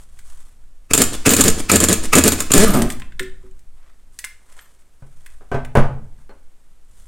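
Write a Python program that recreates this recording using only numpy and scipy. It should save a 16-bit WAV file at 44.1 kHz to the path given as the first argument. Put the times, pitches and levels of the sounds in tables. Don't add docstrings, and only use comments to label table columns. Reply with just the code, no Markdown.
import sys
import numpy as np
from scipy import signal
from scipy.fft import rfft, irfft, next_fast_len
from scipy.io import wavfile

SR = 44100
rng = np.random.default_rng(int(sys.argv[2]) if len(sys.argv) > 2 else 0)


def materialize(psi):
    bounded = np.clip(np.atleast_2d(psi).T, -1, 1)
    quanta = np.round(bounded * 32767).astype(np.int16)
    wavfile.write(sys.argv[1], SR, quanta)


N = 311787
T = np.arange(N) / SR
NUT_FREE_S = 2.582
HISS_FOLLOWS = 0.5

# press/s, let go/s, inrush/dB, gust afterwards/dB
PULLS = [(.911, 1.033, -20.5, -26), (1.261, 1.487, -8.5, -26.5), (1.699, 1.938, -8.5, -23),
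         (2.134, 2.288, -4.5, -30.5), (2.507, 2.649, -22, -11)]
# slip/s, spin-up/s, top speed/(puffs per s), drive/dB, landing/dB
STROKES = [(.977, 0.041, 257, -3.5, 2), (1.292, 0.044, 235, -5, -1), (1.366, .0426, 260, -4, 3.5),
           (1.4385, .0425, 235, -4, 0.5), (1.7159, .042, 252, -1, 0), (1.803, 0.036, 225, -5, -1.5),
           (1.886, .0424, 230, -4, -2), (2.153, 0.031, 263, 1.5, -1.5), (2.2383, 0.04, 244, -2.5, 2),
           (2.5368, 0.042, 200, 1.5, 0)]
# t/s, peak/dB, drive/dB
LONE_BLOWS = [(0.9346, 5.5, -5.5), (1.265, -4, 2.5), (1.305, -7.5, -15), (2.3203, -6.5, -9.5),
              (2.4035, -7, -27), (2.5178, -2, -26.5)]
# t/s, exhaust/dB, bearings/dB
COAST = [(2.655, -32, -26), (2.695, -16, -24), (2.727, -18, -34.5), (2.745, -8.5, -22.5),
         (2.857, -18.5, -40.5), (2.921, -34.5, -42), (2.97, -46, -61)]
# t/s, clatter/dB, thump/dB, hollow ring/dB
KNOCKS = [(5.023, -45.5, -43.5, -65), (5.408, -42.5, -69, -63), (5.516, -18, -24.5, -19),
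          (5.545, -23, -24, -16.5), (5.753, -6, -18, -36), (5.773, -16.5, -8.5, -28.5),
          (6.294, -37.5, -58, -54)]
# f/Hz, level/dB
TICK_SPECTRUM = [(3000, -5.5), (5500, -6), (7200, 2), (8400, 4.5), (9500, -0.5), (11000, -5), (13500, -9),
                 (16000, -11.5)]


def from_db(db):
    return 10 ** (np.asarray(db) / 20)


def rms_one(x):
    return x / np.sqrt(np.mean(x ** 2) + 1e-20)


def in_time(rows):
    times, *columns = np.transpose(rows)
    return [np.interp(T, times, column) for column in columns]


def at_hz(points, hz):
    frequencies, values = np.transpose(points)
    return np.interp(np.log(hz), np.log(frequencies), values)


def noise(spectrum):
    padded = next_fast_len(N)
    hz = np.fft.rfftfreq(padded, 1 / SR) + 1e-3
    skirts = 1 / np.sqrt((1 + (.8 * spectrum[0][0] / hz) ** 8) * (1 + (.8 * hz / spectrum[-1][0]) ** 8))
    shaped = rfft(rng.standard_normal(padded)) * from_db(at_hz(spectrum, hz)) * skirts
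    return rms_one(irfft(shaped, padded)[:N])


def clicks(times, level_db):
    out = np.zeros(N)
    out[(np.asarray(times) * SR).astype(int)] = from_db(level_db)
    return out


def fading(x, t60):
    return signal.lfilter([1], [1, -from_db(-60 / (t60 * SR))], x + 1e-18)


def swell(middle, length):
    return np.exp(-np.minimum((2 * (T - middle) / length) ** 2, 50))


def ring(x, hz, t60):
    decay, angle = from_db(-60 / (t60 * SR)), 2 * np.pi * hz / SR
    return signal.lfilter([0, np.sin(angle)], [1, -2 * decay * np.cos(angle), decay ** 2], x + 1e-18)


def struck(times, level_db, modes, spread_db):
    out = 0
    for hz, db, t60 in modes:
        scatter_db = spread_db * rng.standard_normal(len(times))
        out = out + ring(clicks(times, level_db + db + scatter_db), hz, t60)
    return out


def resonate(x, resonances):
    out = 0
    for k, (hz, width, db) in enumerate(resonances):
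        decay = np.exp(-np.pi * width / SR)
        feedback = [1, -2 * decay * np.cos(2 * np.pi * hz / SR), decay ** 2]
        band = signal.lfilter([1, 0, -1], feedback, x + 1e-18)
        out = out + (-1) ** k * from_db(db) * (1 - decay ** 2) / 2 * band
    return out


def background(level_db=-63):
    # f/Hz, level/dB
    room_spectrum = [(35, -37), (60, -9.5), (76, -10.5), (149, -15), (233, -14), (579, -20), (1250, -24.5),
                     (5090, -31.5), (8510, -28), (14600, -37.5), (16000, -47.5)]
    return from_db(level_db) * noise(room_spectrum)


def draught(level_db=5, shake_db=-8, shake_t60=0.66, blast_db=1, blast_rise_s=0.0044, blast_t60=0.16):
    # t/s, level/dB
    drift = [(0, -34), (.9, -42), (2.4, -40), (3.3, -28.5), (4.0, -44), (4.9, -45.5), (5.2, -39.5),
             (6.1, -32), (6.6, -47), (7.07, -35)]
    # f/Hz, level/dB
    rumble = [(4, 10.5), (12, 6), (25, -12.5), (50, -15), (100, -32.5), (200, -40.5), (400, -59.5)]
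    gusts = sum(from_db(db) * swell(let_go + 0.1, length=0.32) for _, let_go, _, db in PULLS)
    times, _, thump_db, _ = np.transpose(KNOCKS)
    shaking = fading(clicks(times, thump_db + shake_db), shake_t60)
    since = np.maximum(T - NUT_FREE_S + blast_rise_s, 0)
    blast = (1 - np.exp(-since / blast_rise_s)) * from_db(blast_db - 60 * since / blast_t60)
    return from_db(level_db) * (from_db(in_time(drift)[0]) + gusts + shaking) * noise(rumble) - blast


def handling(swish_db=-2, rub_db=-3, grain_db=3.5, resting_db=-73):
    # middle/s, length/s, swish/dB, rub/dB
    moves = [(0.0, 0.08, -55, -60), (0.31, 0.32, -54.5, -60), (.5, 0.044, -64, -66),
             (3.45, 0.061, -70, -61), (3.861, 0.12, -75, -56.5), (4.162, 0.064, -60, -72),
             (4.572, 0.18, -55, -53.5), (4.76, 0.1, -67, -73), (5.265, 0.33, -63, -65.5),
             (6.2, 0.056, -72, -64), (7.022, 0.17, -57, -66)]
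    # f/Hz, level/dB
    swish_spectrum = [(1760, -28.5), (3000, -7.5), (3240, -2), (3730, -7.5), (5400, -6), (8520, 3),
                      (14300, -13.5), (16000, -20)]
    rub_spectrum = [(550, -2.5), (1200, 1.5), (2000, -3), (3000, -10.5), (5000, -16)]
    swish = rub = from_db(resting_db)
    for middle, length, high_db, low_db in moves:
        move = swell(middle, length)
        swish = swish + from_db(high_db) * move
        rub = rub + from_db(low_db) * move
    slips = from_db(grain_db * noise([(5, 0.5), (150, -12.5)]))
    swish = from_db(swish_db) * swish * noise(swish_spectrum)
    rub = from_db(rub_db) * rub * noise(rub_spectrum)
    return slips * (swish + rub)


def clinks(tick_db=-2, tick_t60=0.037, body_t60=0.027, socket_db=-18, give_s=0.0063, touches_per_s=1.5):
    # t/s, tick/dB, body/dB
    contacts = [(0.19, -38.5, -41.5), (2.738, -17, -28), (2.82, -14, -22.5), (2.902, -19, -21.5),
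                (2.921, -26, -38), (2.998, -35, -32.5), (3.02, -54, -29.5), (3.122, -60, -39.5),
                (3.195, -25.5, -15.5), (3.229, -34, -38), (3.592, -49, -62), (4.189, -21.5, -31.5),
                (4.242, -27, -25.5), (4.246, -23, -38), (4.591, -58, -34.5), (5.262, -35.5, -34.5),
                (5.649, -36.5, -34)]
    # f/Hz, level/dB
    body_spectrum = [(1300, -7), (1750, 6.5), (2100, -1), (2500, -1.5), (3100, -4), (4500, -16.5)]
    # t/s, level/dB
    drum_nudges = [(3.2, -23.5), (3.434, -40)]
    # f/Hz, level/dB, t60/s
    socket_modes = [(1040, -9.5, .1), (1510, -9.5, .1), (1950, -8.5, .08), (2092, -4, 0.076),
                    (3074, -10.5, .08), (7500, -12, .07), (8170, -8, .07)]
    drum_modes = [(133, -3.5, 0.13), (218.3, -14.5, 0.32), (271, -6.5, 0.21), (375.8, 2.5, 0.22),
                  (506, -6, 0.12)]
    touch_times = T[rng.random(N) < touches_per_s / SR]
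    faint_touches = [(t, *rng.normal(-59.5, 2.5, 2)) for t in touch_times]
    times, peak_db, low_db = np.transpose(contacts + faint_touches)
    tick = fading(clicks(times, peak_db + tick_db), tick_t60) * noise(TICK_SPECTRUM)
    body = fading(clicks(times, low_db), body_t60) * noise(body_spectrum)
    nudges = clicks(*np.transpose(drum_nudges))
    rise_t60 = give_s * np.log(1000)
    drum = sum(from_db(db) * (ring(nudges, hz, t60) - ring(nudges, hz, rise_t60))
               for hz, db, t60 in drum_modes)
    return tick + body + drum + struck(times, low_db + socket_db, socket_modes, spread_db=8.0)


def trigger(opening_t60=0.026, filling_t60=0.063):
    # f/Hz, level/dB
    inrush_spectrum = [(250, 2.5), (700, -5), (1000, -5), (1260, 5), (1550, -4), (2050, -3), (2550, 4),
                       (3200, -12), (5000, -8.5), (9000, -8), (16000, -21)]
    times, _, inrush_db, _ = np.transpose(PULLS)
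    peaks = clicks(times, inrush_db)
    opening = fading(peaks[::-1], opening_t60)[::-1]
    return np.maximum(opening, fading(peaks, filling_t60)) * noise(inrush_spectrum)


def motor_runs(stall_per_s=113, overrun_s=.008, jog_s=.02, recoil_delay_s=.09, recoil_s=.032):
    strokes = [(t, t + spin + overrun_s, stall_per_s, top, db) for t, spin, top, db, _ in STROKES]
    jogs = [(t, t + jog_s, stall_per_s, 150, db) for t, _, db in LONE_BLOWS]
    recoils = [(t + recoil_delay_s, t + recoil_delay_s + recoil_s, stall_per_s, stall_per_s, -16.5)
               for _, t, _, _ in PULLS[:-1]]
    racing_free = (NUT_FREE_S, PULLS[-1][1], 170, 229, -0.5)
    return strokes + jogs + recoils + [racing_free]


def vanes(puffs_per_s, spread_db=1.5):
    passed = np.floor(np.cumsum(puffs_per_s) / SR)
    return (np.diff(passed, prepend=-1) > 0) * from_db(spread_db * rng.standard_normal(len(passed)))


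def driven_motor(puff_db=36, stand_db=36, hiss_db=-19.5, churn_db=-6, kick_db=-5,
                 valve_t60=0.028, puff_t60=0.022, throb=0.37):
    # f/Hz, width/Hz, level/dB
    exhaust_bands = [(93, 120, -12), (269, 94.7, -2), (460, 180, -10), (650, 190, -15), (1260, 110, -25),
                     (1707, 90, -17), (2530, 140, -26.5)]
    stand_bands = [(83, 6.1, 3), (201.4, 6.4, -12), (251, 5.9, -8.5), (322, 2.2, -2.5), (451, 13, -9)]
    # f/Hz, level/dB
    jet_spectrum = [(500, -9.5), (1300, 1), (2500, -1), (4000, -1.5), (6000, -3.5), (7200, 3.5), (8000, 2),
                    (9000, 4), (10500, -4), (13000, -10.5), (16000, -17.5)]
    puffs, spurts, flow = np.zeros((3, N))
    judder = 1 + .2 * noise([(20, 0), (120, 0)]) * (T < NUT_FREE_S)
    for start, end, first, last, drive_db in motor_runs():
        span = slice(int(start * SR), int(end * SR))
        progress = np.linspace(0, 1, span.stop - span.start)
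        rate = first + (last - first) * progress * (3 - progress) / 2
        openings = vanes(rate * judder[span])
        spurts[span] += openings
        puffs[span] += openings * from_db(drive_db)
        flow[span] = np.maximum(flow[span], from_db(HISS_FOLLOWS * drive_db))
    puffs += clicks([pull[0] for pull in PULLS], kick_db)
    flow = fading(flow, valve_t60) * (1 - from_db(-60 / (valve_t60 * SR)))
    hiss = noise(jet_spectrum)
    churn = from_db(churn_db) * noise([(90, -1), (270, 0.5), (450, -2.5), (800, -12)])
    jet = flow * (1 - throb + 3 * throb * fading(spurts, puff_t60)) * (hiss + churn)
    exhaust = from_db(puff_db) * resonate(puffs, exhaust_bands)
    stand = from_db(stand_db) * resonate(puffs, stand_bands)
    return exhaust + stand + from_db(hiss_db) * jet


def hammer(crack_db=-3, crack_t60=0.032, casing_db=-15, casing_t60=0.039, casing_follows=0.86,
           anvil_db=-3, slip_db=0.5, bounce_s=0.015, bounce_db=-12):
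    # f/Hz, level/dB
    steel_spectrum = [(1760, -38), (3000, -7.5), (6090, -11), (7300, 6.5), (8110, -4), (9200, -2.5),
                      (10400, -11.5), (11700, -4.5), (13800, -14.5), (15100, -22.5), (16000, -11)]
    casing_spectrum = [(350, -41), (600, -1.5), (930, -5), (1260, 4.5), (1480, 1.5), (1990, -11.5),
                       (2470, 3), (3050, -6.5), (3320, -9), (3900, -17), (4500, -2.5), (5850, -41),
                       (9900, -120)]
    # f/Hz, level/dB, t60/s
    anvil_modes = [(7050, -5, .035), (7100, -17, 0.011), (8260, -15, 0.037), (8200, -13, .04),
                   (8900, -14, 0.06)]
    slips = [(t, drive_db + slip_db) for t, _, _, drive_db, _ in STROKES]
    landings = [(t + spin, db) for t, spin, _, _, db in STROKES]
    blows = slips + landings + [(t, db) for t, db, _ in LONE_BLOWS]
    bounces = [(t + bounce_s * rng.uniform(0.46, 1.4), db + bounce_db) for t, db in blows]
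    times, peak_db = np.transpose(blows + bounces)
    crack = fading(clicks(times, peak_db + crack_db), crack_t60) * noise(steel_spectrum)
    casing_hits = clicks(times, casing_follows * peak_db + casing_db)
    casing = fading(casing_hits, casing_t60) * noise(casing_spectrum)
    return crack + casing + struck(times, peak_db + anvil_db, anvil_modes, spread_db=1)


def venting(level_db=-35, vent_t60=1.0):
    _, ends, _, _, drive_db = np.transpose(motor_runs())
    power = fading(clicks(ends, 2 * HISS_FOLLOWS * drive_db), vent_t60 / 2)
    air_left = np.interp(T, [NUT_FREE_S, COAST[-1][0]], [1, 0])
    hiss = noise([(300, 3), (700, 0.5), (2000, -0.5), (4500, -1.0), (8500, -1.0), (12000, -13.5)])
    return from_db(level_db) * np.sqrt(power) * air_left * hiss


def pings():
    # t/s, f/Hz, level/dB, t60/s
    tones = [(1.306, 14700, -13, 0.071), (1.447, 14560, -19, .08), (3.195, 13900, -43, 0.13),
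             (4.61, 13240, -50, 0.16), (5.784, 10450, -39, 0.087), (6.297, 4240, -56, 0.11)]
    return sum(ring(clicks([t], db), hz, t60) for t, hz, db, t60 in tones)


def coasting_motor(puff_db=-1, flutter_db=-6, hiss_db=-3):
    # t/s, speed/(puffs per s)
    speed = [(2.65, 215), (2.7, 190), (2.745, 142), (2.8, 110.6), (2.89, 130), (2.97, 84)]
    # f/Hz, level/dB
    hiss_spectrum = [(880, -42), (1500, -12.5), (1670, -3.5), (1830, -2.5), (2510, -1), (5170, -7.5),
                     (9190, 0.5), (10200, -17), (14500, -16), (16000, -24.5)]
    rate, = in_time(speed)
    exhaust_db, bearing_db = in_time(COAST)
    wobble = 1 + .06 * noise([(15, 0), (80, 0)])
    puffs = resonate(vanes(rate * wobble), [(217.0, 43, 2.5), (392, 218, -15.5), (605.6, 130, -13.5)])
    flutter = noise([(100, -8.5), (240, -4), (450, -15), (1000, -26.5)])
    exhaust = from_db(puff_db) * rms_one(puffs) + from_db(flutter_db) * flutter
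    whirr = rms_one(resonate(rng.standard_normal(N), [(1210, 43, 1), (1660, 280, -14.0)]))
    bearings = whirr + from_db(hiss_db) * noise(hiss_spectrum)
    sound = from_db(exhaust_db) * exhaust + from_db(bearing_db) * bearings
    return sound * (T > COAST[0][0]) * (T < COAST[-1][0])


def loose_nut(touches_per_s=170, level_db=-4, spread_db=4):
    # f/Hz, width/Hz, level/dB
    nut_bands = [(6400, 500, -16), (9180, 354, 1.5), (10500, 550, -11.5), (12400, 265, 1),
                 (14600, 400, -5.5)]
    _, bearing_db = in_time(COAST)
    touches = rng.random(N) < touches_per_s / SR
    strength = from_db(spread_db * np.clip(rng.standard_normal(N), -2, 2))
    rattle = rms_one(resonate(touches * strength, nut_bands))
    return from_db(bearing_db + level_db) * rattle * (T > COAST[0][0]) * (T < COAST[-1][0])


def bench(board_db=-3, board_t60=0.23, thump_db=-3, hollow_db=-2, tick_db=-23, tick_t60=0.021):
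    # f/Hz, level/dB
    board_spectrum = [(200, -0.5), (380, 3), (550, 3), (900, -1.5), (1200, -5.5), (1520, -6.5),
                      (1900, -14.5), (2600, -18.5), (4000, -30.5), (7000, -34), (10500, -40),
                      (14000, -64.5)]
    # f/Hz, level/dB, t60/s
    thump_modes = [(75.2, -8, 0.55), (98.1, -11, 0.18), (133, 6, 0.21), (218, -4.5, 0.1385),
                   (566, -11, 0.15), (945, -17, .18), (1485, -20.5, 0.24), (1500, -15, 0.17)]
    hollow_modes = [(247.8, -4.5, 0.27), (392.7, 4.5, 0.24), (421.3, -11.5, 0.15), (676, -8, 0.23),
                    (798, -15, 0.11), (1540, -13, .3)]
    times, peak_db, low_db, ring_db = np.transpose(KNOCKS)
    clatter = fading(clicks(times, peak_db + board_db), board_t60) * noise(board_spectrum)
    hardness_db = 2 * peak_db - peak_db.max()
    tick = fading(clicks(times, hardness_db + tick_db), tick_t60) * noise(TICK_SPECTRUM)
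    thump = struck(times, low_db + thump_db, thump_modes, spread_db=3)
    hollow = struck(times, ring_db + hollow_db, hollow_modes, spread_db=5.5)
    return clatter + tick + thump + hollow


def workshop_echo(x, build_s=0.00093, length_s=.7):
    # f/Hz, t60/s
    fade_times = [(100, 0.75), (400, 0.49), (2000, 0.39), (8000, 0.4), (16000, 0.18)]
    # f/Hz, level/dB
    colour = [(80, 2.5), (300, -2), (1000, 4), (3000, 5), (8000, 0), (16000, 9)]
    t, echo = T[:int(length_s * SR)], 0
    edges = np.geomspace(60, 18000, 11)
    for low, high in zip(edges, edges[1:]):
        hz = np.sqrt(low * high)
        band_filter = signal.butter(2, [low, high], "band", fs=SR, output="sos")
        band = signal.sosfilt(band_filter, rng.standard_normal(len(t)))
        echo = echo + band * from_db(at_hz(colour, hz) - 60 * t / at_hz(fade_times, hz))
    echo = echo * (1 - np.exp(-t / build_s))
    return signal.fftconvolve(x, echo / np.sqrt(np.sum(echo ** 2)))[:N]


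def scene(room_db=-9, width_db=-14, width_hz=4300):
    wrench = trigger() + driven_motor() + venting() + coasting_motor() + hammer() + loose_nut()
    near = wrench + pings() + clinks() + bench() + handling()
    mid = near + from_db(room_db) * workshop_echo(near) + draught() + background()
    treble_filter = signal.butter(14, width_hz, "high", fs=SR, output="sos")
    side = signal.sosfilt(treble_filter, workshop_echo(near))
    return mid + from_db(width_db) * side * [[1], [-1]]


def record(dry):
    squashed = dry / (1 + np.abs(dry.mean(axis=0)) ** 6) ** (1 / 6)
    return signal.sosfilt(signal.ellip(10, .2, 70, 16000, fs=SR, output="sos"), .93 * squashed)


dry = scene()
out = record(dry)
materialize(out)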